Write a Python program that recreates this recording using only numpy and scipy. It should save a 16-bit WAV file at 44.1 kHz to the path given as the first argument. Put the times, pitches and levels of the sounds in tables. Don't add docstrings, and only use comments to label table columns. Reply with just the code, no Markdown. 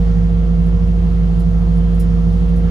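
import sys
import numpy as np
from scipy import signal
from scipy.fft import rfft, irfft
from scipy.io import wavfile
from scipy.ndimage import uniform_filter1d

SR = 44100
rng = np.random.default_rng(int(sys.argv[2]) if len(sys.argv) > 2 else 0)


def store_pcm(level_fs):
    pcm = np.round(np.clip(level_fs, -1, 1) * 32767).astype(np.int16)
    wavfile.write(sys.argv[1], SR, np.atleast_2d(pcm).T)


N = 119070
T = np.arange(N) / SR
HZ = np.maximum(np.fft.rfftfreq(N, 1 / SR), 1)


def undb(db):
    return 10 ** (np.asarray(db) / 20)


def read(table, count=1):
    table = np.array(table)
    return np.interp(np.log(HZ), np.log(table[:, 0]), table[:, count])


def walk(rate_hz):
    step_samples = int(SR / rate_hz)
    held = rng.standard_normal(200)[np.arange(N) // step_samples % 200]
    return 1.27 * uniform_filter1d(uniform_filter1d(held, step_samples), step_samples)


def ringing(table):
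    return undb(sum(db * np.exp(-((HZ - hz) / width) ** 2 * 2) for hz, width, db in table))


LAG_S, LAG_FROM_HZ, IN_STEP_HZ = .00026, 6490, 10060


def port_phase(hz):
    return np.pi * LAG_S * (np.maximum(hz, LAG_FROM_HZ) - IN_STEP_HZ)


# (f/Hz, share of power common to both ports/0-1, left over right level/dB)
PORT_COHERENCE = [(60, 0.91, -0.2), (109, 0.93, -4), (196, 1, -4), (373, .5, 0), (700, 0.09, -1.5),
                  (1290, 0.12, -0.1), (2430, 0.05, .6), (4400, .3, 3), (7040, 0.62, 1.5), (15000, 1, -1.5)]


def at_ports(colour):
    common, left, right = rfft(rng.standard_normal((3, N)))
    share = np.clip(read(PORT_COHERENCE), 0, 1)
    shift = np.exp(-1j * port_phase(HZ))
    side = undb(read(PORT_COHERENCE, count=2) / 2)
    own = np.sqrt(1 - share)
    left_port = side * (np.sqrt(share) * common * shift + own * left)
    right_port = (np.sqrt(share) * common / shift + own * right) / side
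    gain = undb(read(colour))
    return gain / np.sqrt(np.mean(gain ** 2)) * np.array([left_port, right_port])


WAVER_HZ = 5.66


def hum(turns, table):
    out = 0
    ear = np.array([[.5], [-.5]])
    for multiple, db, pan_db, lead, waver_db in table:
        phase = 2 * np.pi * (round(multiple) * turns + rng.random())
        level_db = db + waver_db * walk(WAVER_HZ) + pan_db * ear
        out = out + np.sqrt(2) * undb(level_db) * np.sin(phase + lead * ear)
    return out


# (t/s, f/Hz, gain on the pump hum/dB)
SHAFT_SPEED = [(.1, 471.6, 0.7), (.35, 470.6, 0), (.9, 471.6, -1), (1.2, 470.9, -1.5), (1.6, 470.2, -2.5),
               (1.8, 469.7, -1), (2.05, 470.3, 0.5), (2.25, 470.3, 1.5), (2.42, 472.6, 2), (2.6, 473.4, 2)]


def shaft():
    at, hz, pump_db = np.array(SHAFT_SPEED).T
    cycle = np.cumsum(np.interp(T, at, hz)) / 36 / SR
    return cycle, undb(np.interp(T, at, pump_db))


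# (f/Hz, relative level per Hz/dB)
CAB_COLOUR = [(20, -53), (45, -48), (62, -34), (72, -34.5), (81, -30.5), (87, -35), (97, -33), (107, -35.5),
              (114, -42.5), (125, -46.5), (150, -40), (168, -34.5), (190, -40.5), (210, -48), (230, -49.5),
              (300, -55.5), (340, -50.5), (450, -54.5), (550, -57), (690, -58.5), (750, -61.5),
              (1000, -63.5), (1380, -65), (1460, -69.5), (2000, -72), (3400, -76), (4000, -77),
              (6500, -83.5), (8000, -86), (10000, -90), (15000, -97)]
# (f/Hz, width/Hz, lift/dB)
PANEL_MODES = [(397, 20, -1), (823, 60, 4), (1008, 27, 4), (1240, 5.2, 2), (1335, 32, 5), (1556, 48, 4.5),
               (1730, 60, 3.5), (2760, 41, 6.5), (3020, 16, 6.5), (3087, 46, 5.5), (3186, 15, 9.5),
               (3430, 100, 3)]
# (t/s, level of all bands from 256 Hz up/dB, added level from 8.2 kHz up/dB)
HISS_DRIFT = [(0, 0.3, 1), (.6, -0.6, -1), (1.2, 0, 0.1), (1.8, -0.3, 1), (2.25, -0.1, 0.5),
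              (2.4, 0.1, 1.5), (2.55, 0.5, -1), (2.7, 2.3, -2)]
CAB_DB, FLICKER_DB, FLICKER_HZ = -25, 0.97, 12.02
KNOCK = .06


def rumble(cycle):
    noise = at_ports(CAB_COLOUR) * ringing(PANEL_MODES)
    at, hiss_db, treble_db = np.array(HISS_DRIFT).T
    pulse = np.cos(2 * np.pi * 8 * cycle)
    out = 0
    for step in np.arange(8, 29):
        band = np.clip(1 - abs(2 * np.log2(HZ) - step), 0, 1)
        knock = 1 + KNOCK * (step > 18) * pulse
        drift_db = np.interp(T, at, hiss_db * (step > 15) + treble_db * (step > 25))
        flicker_db = FLICKER_DB * (step > 14) * walk(FLICKER_HZ)
        out = out + irfft(noise * band, N) * undb(drift_db + flicker_db) * knock
    return undb(CAB_DB) * out


# (t/s, crackle level at onset/dB, crackle decay t60/s, hold before decay/s)
CLINK_EVENTS = [(0.6628, -59, .1, .004), (0.8744, -62, .1, .004), (1.3926, -54, .09, .012),
                (1.7683, -59, .1, .006), (1.946, -56, .05, .003), (1.9953, -43.5, .13, .012),
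                (2.323, -61, .1, .01), (2.4894, -63, .1, .004), (2.558, -56.5, .15, .012),
                (2.5844, -60, .12, .004)]
# (f/Hz, relative level per Hz/dB)
CRACKLE_COLOUR = [(2500, -24), (4000, -13), (7000, -8), (10300, 0), (12500, -6), (14000, -6), (16000, -11)]
# (f/Hz before chance detuning, relative level/dB, decay t60/s)
LINK_MODES = [(4060, -6, .15), (5050, -5, .16), (5500, -5, .18), (6360, -10, .15), (6840, -6, .13),
              (7590, -2, .12), (8080, -9, .11), (8860, 0, .11), (9650, -2, .11), (10340, 0, .1),
              (10900, -3, .09), (13270, -8, .09), (14250, -6, .1)]
RING_DB, DETUNE = -4, .003
BUILD_CYCLES, BUILD_REF_HZ = 30., 6490
ROUGH_DB, ROUGH_HZ = 2.5, 1500.


def chain():
    crackle, ring = 0, np.zeros((2, N + SR))
    t = T[:SR // 4]
    hz, mode_db, t60 = np.array(LINK_MODES).T[:, :, None]
    chance = rng.standard_normal((len(CLINK_EVENTS), 3, len(LINK_MODES), 1))
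    build_s = BUILD_CYCLES * BUILD_REF_HZ / hz ** 2
    for (start, db, crackle_t60, hold), (tune, turn, size) in zip(CLINK_EVENTS, chance):
        fall_db = 60 * np.clip(T - start - hold, 0, 2) / crackle_t60
        crackle = crackle + (T >= start) * undb(db - fall_db)
        ring_db = db + RING_DB + mode_db + 2 * size - 60 * np.maximum(t - hold, 0) / t60
        swell = (1 - np.exp(-t / build_s)) * undb(ring_db)
        phase = 2 * np.pi * (hz * (1 + DETUNE * tune) * t + turn)
        for port, sign in enumerate((-1, 1)):
            modes = swell * np.sin(phase + sign * port_phase(hz))
            ring[port, round(start * SR):][:len(t)] += np.sum(modes, axis=0)
    grit = undb(ROUGH_DB * walk(ROUGH_HZ))
    return crackle * grit * irfft(at_ports(CRACKLE_COLOUR), N) + ring[:, :N]


# (multiple of its rate, level/dB, left over right/dB, left leads/rad, waver/dB)
GEAR_HARMONICS = [(3, -49, -1.4, .02, 1.), (4, -57, -10, -.55, 1.), (5, -55, -5, -.1, 1.),
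                  (6, -50, -5.3, .73, 1.), (7, -63, -12, 1.4, 1.)]


def gear():
    return hum(115.46 * T, GEAR_HARMONICS)


# (multiple of engine cycle, level before pump gain/dB, left over right/dB, left leads/rad, waver/dB)
PUMP_HARMONICS = [(18, -39.3, -5.7, -1.5, .9), (36, -36, 3.4, .55, .9), (90, -59, 1.5, -1.6, 1.2),
                  (144, -61, .3, -.95, 1.2), (162, -66, -.9, -1.1, 2.1), (166, -69, 2.1, -.3, 1.5)]


def pump(cycle, gain):
    return gain * hum(cycle, PUMP_HARMONICS)


# (multiple of blade rate, level/dB, left over right/dB, left leads/rad, waver/dB)
FAN_HARMONICS = [(1, -19, -5.8, -.37, .7), (2, -51, -12, -.85, 1.5), (3, -50, -2.9, 1.36, 1.5),
                 (4, -60, -15, -.6, 1.5)]
BLADES_PER_CYCLE, FAN_WANDER, FAN_WANDER_HZ = 12.945, 0.0012, 2.91


def fan(cycle):
    wander = 1 + FAN_WANDER * walk(FAN_WANDER_HZ)
    blades = BLADES_PER_CYCLE * np.cumsum(np.gradient(cycle) * wander)
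    return hum(blades, FAN_HARMONICS)


# (multiple of four-stroke cycle, level/dB, left over right/dB, left leads/rad, waver/dB)
ENGINE_ORDERS = [(2, -46.5, -1.6, -.06, 1.), (5, -45, -2, 0, 1.5), (7, -45, -1, -.27, 1.5),
                 (4, -14, -1.7, -.06, .25), (8, -35, -4, -.3, 1.5), (12, -34.5, -7, .03, 1.),
                 (14, -35.5, -6, .3, 1.), (17, -52, -3.7, -.4, 1.5), (19, -55, -2.5, -.1, 1.5),
                 (24, -56, -1.3, .9, 1.5), (40, -56, -.9, .4, 1.5), (48, -62, -5, .5, 1.5),
                 (52, -59, -9, .2, 1.5), (54, -55, -.6, 1.6, 1.5)]


def engine(cycle):
    return hum(cycle, ENGINE_ORDERS)


def scene():
    cycle, pump_gain = shaft()
    background = rumble(cycle) + chain()
    return background + gear() + pump(cycle, pump_gain) + fan(cycle) + engine(cycle)


def record(dry):
    opening = np.minimum(T / .002, 1)
    low_pass = signal.ellip(10, .2, 80, 15795, fs=SR, output="sos")
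    return signal.sosfilt(low_pass, dry * opening)


dry = scene()
out = record(dry)
store_pcm(out)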